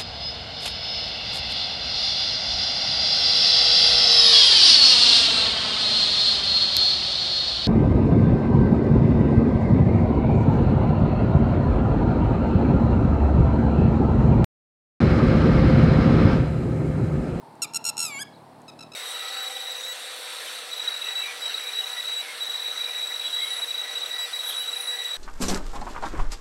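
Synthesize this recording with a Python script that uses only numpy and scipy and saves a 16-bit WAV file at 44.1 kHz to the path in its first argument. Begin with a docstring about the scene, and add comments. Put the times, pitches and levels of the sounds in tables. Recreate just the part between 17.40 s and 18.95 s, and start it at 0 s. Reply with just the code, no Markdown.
"""Open stony ground: a lapwing scolds with three short rattling notes, then a long one that slurs down
and flips up. A second lapwing answers from farther off and a small bird chirps faintly; stones tick.
Behind them a distant engine chugs, slowly gaining speed, in a soft rush of air with a band of drone.
The lapwings are jittering partials with rasp, the chirp a gliding sine, the ticks decaying noise;
the engine is uneven firings ringing exhaust resonances, and the air and drone are coloured noise."""
import sys
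import numpy as np
from scipy import signal
from scipy.fft import rfft, irfft
from scipy.io import wavfile
from scipy.ndimage import uniform_filter1d

SR = 44100
rng = np.random.default_rng(int(sys.argv[2]) if len(sys.argv) > 2 else 0)


def waveform_to_disk(signal):
    """Save audio, clipped to [-1, 1], as 16-bit WAV at the path in sys.argv[1]."""
    frames = np.transpose(np.atleast_2d(signal))
    scaled = np.clip(frames, -1, 1) * 32767
    samples = np.round(scaled).astype(np.int16)
    wavfile.write(sys.argv[1], SR, samples)


N = 68355  # samples, 1.55 s

# echoes that return with the far calls: delay_s, gain_db (before the treble is dulled)
FAR_ECHOES = [(0.037, -9)]


def from_db(db):
    """Decibels to gain."""
    return 10 ** (np.asarray(db) / 20)


def rms_one(x):
    """Scale to an rms of one."""
    return x / np.sqrt(np.mean(x ** 2) + 1e-20)


def seconds():
    """The time of every sample."""
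    return np.arange(N) / SR


def curve(rows, column=1):
    """One column of a table, joined by straight lines in time."""
    rows = np.array(rows)
    return np.interp(seconds(), rows[:, 0], rows[:, column])


def swell(rows):
    """Gain from a table's last column in dB, silent outside its span."""
    t = seconds()
    inside = (t > rows[0][0]) * (t < rows[-1][0])
    return from_db(curve(rows, column=-1)) * inside


def noise(spectrum):
    """Noise of rms one, coloured by a table of hz and relative dB, joined along log frequency."""
    hz, db = np.transpose(spectrum)
    bins_hz = np.maximum(np.fft.rfftfreq(N, 1 / SR), 1)
    colour = from_db(np.interp(np.log(bins_hz), np.log(hz), db))
    return rms_one(irfft(rfft(rng.standard_normal(N)) * colour, N))


def low_pass(x, hz, order=2):
    """Take off the treble."""
    sos = signal.butter(order, min(hz, SR / 2 - 1), fs=SR, output="sos")
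    return signal.sosfilt(sos, x + 1e-18)


def high_pass(x, hz, order):
    """Take off the bass."""
    return signal.sosfilt(signal.butter(order, hz, "high", fs=SR, output="sos"), x)


def wander(hz):
    """Random motion up to about the given rate, rms one."""
    return rms_one(low_pass(rng.standard_normal(N), hz))


def bursts(rows):
    """Each burst of voice opens quickly, holds and closes; short ones have shorter slopes."""
    attack_s, release_s = .0027, .005  # at most half the burst each
    t, level = seconds(), 0
    for start, length, db in rows:
        rise = np.clip((t - start) / min(attack_s, length / 2), 0, 1)
        fall = np.clip((start + length - t) / min(release_s, length / 2), 0, 1)
        level = level + from_db(db) * np.sin(np.pi / 2 * rise * fall)
    return level


def pressure(level):
    """Air pressure behind the voice: its level, evened out over a burst or so."""
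    lag_s = .012
    return uniform_filter1d(level, max(int(lag_s * SR), 1))


def voice(pitch, partials, jitter, rasp_db):
    """The syrinx: partials on a jittering pitch, with a puff of rasp in every cycle."""
    # breathy rasp: frequency_hz, relative_db
    rasp_spectrum = [(1000, -21), (2000, -29), (3500, -0.5), (6000, -2.5), (8500, -1), (10500, 4.5),
                     (12000, -3.5), (13500, -10), (16000, -28)]
    jitter_rate_hz = 740
    jittered = pitch * (1 + jitter * wander(jitter_rate_hz))
    phase = 2 * np.pi * np.cumsum(jittered) / SR
    # the fixed phase offsets spread the partials' peaks apart
    tone = sum(from_db(db) * np.cos(k * phase + np.pi * k * k / 10) for k, db in partials)
    rasp = rms_one(noise(rasp_spectrum) * (1 + np.cos(phase)))
    return np.sqrt(2) * tone + from_db(rasp_db) * rasp


def outdoors(x, echoes):
    """Direct sound at the microphone, a few dull echoes and a thin scatter off the stones."""
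    # colour of the scatter: frequency_hz, relative_db
    scatter_spectrum = [(1000, 2), (2700, -2), (5000, -8.5), (8000, -21.5), (12000, -19), (16000, -8)]
    scatter_db, scatter_delay_s, scatter_t60_s = -15.5, 0.0086, 0.35
    echo_cut_hz = 2700
    t = seconds()
    dull = low_pass(x, echo_cut_hz, order=1)
    tail = noise(scatter_spectrum) * from_db(-60 * t / scatter_t60_s) * (t > scatter_delay_s)
    scatter = signal.fftconvolve(x, tail / np.linalg.norm(tail))[:N]
    returns = sum(from_db(db) * np.interp(t - delay, t, dull, left=0) for delay, db in echoes)
    return x + from_db(scatter_db) * scatter + returns


def near_lapwing():
    """Rattling notes, coloured by pitch and arched by burst; the last is held, sinks and flips up."""
    # centre of the pitch before bend and jitter, one curve a note: time_s, pitch_hz
    note_pitch = [
        [(.219, 1374), (.231, 1367), (.239, 1333), (.247, 1235), (.258, 1140)],
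        [(.335, 1338), (.348, 1357), (.36, 1378), (.368, 1361), (.378, 1298)],
        [(.441, 1348), (.454, 1367), (.478, 1380), (.492, 1372), (.503, 1302)],
        [(.568, 1340), (.606, 1362), (.63, 1349), (.654, 1314), (.675, 1260), (.70, 1182), (.725, 1133),
         (.75, 1096), (.77, 1098), (.79, 1142)],
    ]
    # bursts that make up the rattle: start_s, length_s, gain_db
    rattle_bursts = [(.2186, 0.023, -23), (.241, 0.017, -26.5), (.3350, 0.0054, -31.5), (.3442, 0.009, -25),
                     (.3556, 0.021, -23), (.4410, 0.0046, -29), (.4501, 0.0092, -23), (.4615, 0.013, -23.5),
                     (.4730, 0.012, -24.5), (.4852, 0.0186, -22.5), (.5684, 0.0036, -27.5),
                     (.5776, 0.0076, -23), (.5891, 0.01, -24), (.6005, .0101, -22), (.6123, 0.0098, -26.5),
                     (.6246, 0.013, -23.5), (.6370, 0.011, -26.5), (.6488, 0.011, -23), (.6608, 0.011, -26)]
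    # held voice that takes over from the rattle in the long note: time_s, gain_db
    slur_level = [(.595, -42), (.613, -31.5), (.66, -34.5), (.68, -31), (.71, -28), (.74, -28),
                  (.772, -24.5), (.79, -27), (.797, -69)]
    # voice darkens as its pitch sinks; half multiples come from period doubling, and the highest
    # partials lie a little off the series: pitch_multiple, slack_db, midway_db, tense_db
    voice_partials = [(1, -23.5, -17.5, -21), (1.5, -34, -78, -62), (2, -10.5, -13, -13.5),
                      (2.5, -24.5, -43, -36.5), (3, -27.5, -14.5, -14.5), (3.5, -34, -54, -50),
                      (4, -26, -14, -7), (4.5, -38, -45, -50), (5, -56, -25, -6), (5.5, -40, -22, -35),
                      (6, -52, -10, -7.5), (6.5, -17, -31, -43), (7, -47, -35, -28), (7.5, -48, -19, -19),
                      (8, -50, -17, -35), (8.5, -38, -30, -20.5), (9, -38, -19, -31),
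                      (9.6, -36, -23, -32.5), (10.15, -41, -31, -44), (11.15, -42, -34, -46),
                      (12.15, -49, -51, -55), (13, -56, -50, -65)]
    # closing upward flip: time_s, pitch_hz (before jitter), gain_db
    flip_curve = [(.786, 1495, -77), (.792, 1521, -36), (.80, 1580, -36.5), (.81, 1650, -34),
                  (.821, 1722, -31), (.832, 1618, -35), (.839, 1490, -65)]
    # partials of the flip: pitch_multiple, gain_db
    flip_partials = [(1, -7), (2, -6.5), (3, -7), (4, -8), (5, -8.5), (5.67, -22), (6.67, -11), (7.67, -24),
                     (8.6, -33)]
    # hiss through the open bill: frequency_hz, relative_db
    hiss_spectrum = [(3000, -30), (8500, -15), (9800, 9), (12000, 7), (13500, -10), (16000, -24)]
    # echoes off the ground and banks: delay_s, gain_db (before the treble is dulled)
    near_echoes = [(.0125, -29), (0.038, -32), (.052, -28.5), (.064, -30)]
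    slack_hz, middle_hz, tense_hz = 1135, 1235, 1355
    slack_jitter, tense_jitter, flip_jitter = 0.0034, 0.0094, 0.0032  # rms, share of the pitch
    slack_rasp_db, full_rasp_db, flip_rasp_db = -29, -15.5, -31
    slack_hiss_db, tense_hiss_db, hiss_lag_s = -41, -19, 0.0044
    pitch_bend = .022  # share of the pitch per unit of level above the evened-out pressure

    pitch = curve(np.concatenate(note_pitch))
    level = np.hypot(bursts(rattle_bursts), swell(slur_level))
    arch = 1 + pitch_bend * np.clip(level / (pressure(level) + 1e-9) - 1, -1, .5)
    tensions_hz = [slack_hz, middle_hz, tense_hz]
    partials = [(k, np.interp(pitch, tensions_hz, dbs)) for k, *dbs in voice_partials]
    rasp_db = np.interp(pitch, [slack_hz, middle_hz], [slack_rasp_db, full_rasp_db])
    hiss_db = np.interp(pitch, [slack_hz, tense_hz], [slack_hiss_db, tense_hiss_db])
    jitter = np.interp(pitch, [slack_hz, tense_hz], [slack_jitter, tense_jitter])

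    notes = level * voice(pitch * arch, partials, jitter, rasp_db)
    # the hiss follows the voice with a short lag
    hiss_level = low_pass(level, 1 / (2 * np.pi * hiss_lag_s), order=1)
    hiss = hiss_level * from_db(hiss_db) * noise(hiss_spectrum)
    flip = swell(flip_curve) * voice(curve(flip_curve), flip_partials, flip_jitter, flip_rasp_db)
    return outdoors(notes + hiss + flip, near_echoes)


def far_lapwing():
    """The same kind of notes, duller and with a stronger echo; each burst starts a little sharp."""
    # pitch before overshoot and jitter, one curve a note: time_s, pitch_hz
    far_pitch = [
        [(1.278, 1322), (1.293, 1290), (1.307, 1195)],
        [(1.389, 1298), (1.412, 1322), (1.428, 1320), (1.44, 1258)],
        [(1.518, 1280), (1.545, 1308)],
    ]
    # bursts of the far voice: start_s, length_s, gain_db
    far_bursts = [(1.2797, 0.018, -44.5), (1.296, 0.0091, -46), (1.3898, 0.0096, -43.5),
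                  (1.406, 0.014, -42.5), (1.4237, 0.017, -45), (1.518, 0.0097, -43.5), (1.5343, 0.011, -43)]
    # partials of the far voice: pitch_multiple, gain_db
    far_partials = [(1, -10.5), (2, -6.5), (3, -3.5), (4, -4.5), (5, -15), (6, -15), (7, -24), (8, -34),
                    (9, -47), (10, -49)]
    overshoot, overshoot_s = 0.046, .002  # share of the pitch, decay time
    jitter, rasp_db = 0.0085, -15.5  # rms share of the pitch, dB
    t = seconds()
    sharp = sum((t >= start) * np.exp(-np.abs(t - start) / overshoot_s) for start, _, _ in far_bursts)
    pitch = curve(np.concatenate(far_pitch)) * (1 + overshoot * sharp)
    call = bursts(far_bursts) * voice(pitch, far_partials, jitter, rasp_db)
    return outdoors(call, FAR_ECHOES)


def small_bird():
    """One faint wavering whistle: a single sine whose pitch glides up and down."""
    # the chirp: time_s, pitch_hz, level_db (rms)
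    chirp = [(.925, 4550, -72), (.938, 4050, -57), (.946, 3780, -60), (.953, 4150, -60), (.956, 4750, -66),
             (.963, 4150, -61), (.975, 3780, -66), (.99, 3800, -76)]
    phase = 2 * np.pi * np.cumsum(curve(chirp)) / SR
    whistle = swell(chirp) * np.sqrt(2) * np.sin(phase)
    return outdoors(whistle, FAR_ECHOES)


def stones():
    """Tiny dry ticks: bright noise that starts at once and dies within milliseconds."""
    # stones tick: start_s, starting level_db
    ticks = [(.154, -54), (1.218, -48.5)]
    t60_s = 0.0088
    t = seconds()
    decay = sum((t > start) * from_db(db - 60 * np.abs(t - start) / t60_s) for start, db in ticks)
    return decay * noise([(1000, -10), (4000, -7), (9000, 11), (16000, -21)])


def engine():
    """Two uneven firings a cycle thump in the exhaust; the second grows as the engine gains speed."""
    # engine speed: time_s, cycles_per_s
    engine_speed = [(0, 17.85), (.3, 17.9), (.6, 18.2), (.9, 18.45), (1.3, 19.15), (1.55, 19.2)]
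    # exhaust resonances: frequency_hz, gain_db, t60_s
    exhaust = [(155.6, -28.5, 0.065), (241, -26.5, 0.047), (324, -32.5, 0.028), (550, -39, 0.043),
               (665, -33.5, 0.065), (820, -33, 0.033)]
    first_firing_s, second_firing_share = .028, .46  # share of a cycle after the first firing
    firing_db, spread_db, spread_hz = -18, 1, 40  # the firing strength wanders
    second_start_db, second_end_db = -8, 0.5  # relative to the first firing
    t = seconds()
    cycles = np.cumsum(curve(engine_speed)) / SR
    cycles = cycles - np.interp(first_firing_s, t, cycles)

    def impulses(share):
        """A one wherever the cycle count passes a whole number plus this share."""
        count = np.floor(cycles - share)
        return np.diff(count, append=count[-1])

    second_gain = from_db(np.linspace(second_start_db, second_end_db, N))
    strength = from_db(firing_db + spread_db * wander(spread_hz))
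    firings = (impulses(0) + impulses(second_firing_share) * second_gain) * strength
    thump = sum(-from_db(db - 60 * t / t60) * np.sin(2 * np.pi * hz * t) for hz, db, t60 in exhaust)
    return high_pass(signal.fftconvolve(firings, thump)[:N], 95, order=4)


def air():
    """A steady soft rush and a narrow band of distant drone that swells and fades."""
    # colour of the rush: frequency_hz, relative_db
    air_spectrum = [(18, -49), (30, 7), (79, -50), (90, -24.5), (112, -8), (252, -5), (273, -2),
                    (554, -6.5), (600, -3.5), (822, -2), (1100, -8), (1280, -14.5), (3060, -26),
                    (4190, -23), (6720, -36), (8740, -28.5), (16000, -43.5)]
    # the drone: time_s, level_db
    drone_level = [(0, -52), (.24, -54), (.31, -51.5), (.42, -48.5), (.58, -47.5), (.70, -53), (1.0, -81),
                   (1.55, -80)]
    air_db, drone_hz, drone_half_width_hz = -50, 885, 56
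    angle = 2 * np.pi * drone_hz * seconds()
    in_phase = wander(drone_half_width_hz) * np.cos(angle)
    quadrature = wander(drone_half_width_hz) * np.sin(angle)
    drone = rms_one(in_phase + quadrature)
    return from_db(air_db) * noise(air_spectrum) + from_db(curve(drone_level)) * drone


def scene():
    """All sources at one microphone."""
    birds = near_lapwing() + far_lapwing() + small_bird()
    return (birds + stones() + engine() + air())[None]


def record(dry):
    """Rumble is filtered out and the top is cut steeply."""
    rumble_cut_hz, cutoff_hz = 78, 16200
    thin = high_pass(dry, rumble_cut_hz, order=2)
    # 0.1 dB ripple below the cutoff, 70 dB down above it
    steep = signal.ellip(10, .1, 70, cutoff_hz, fs=SR, output="sos")
    return signal.sosfilt(steep, thin)


dry = scene()
out = record(dry)
waveform_to_disk(out)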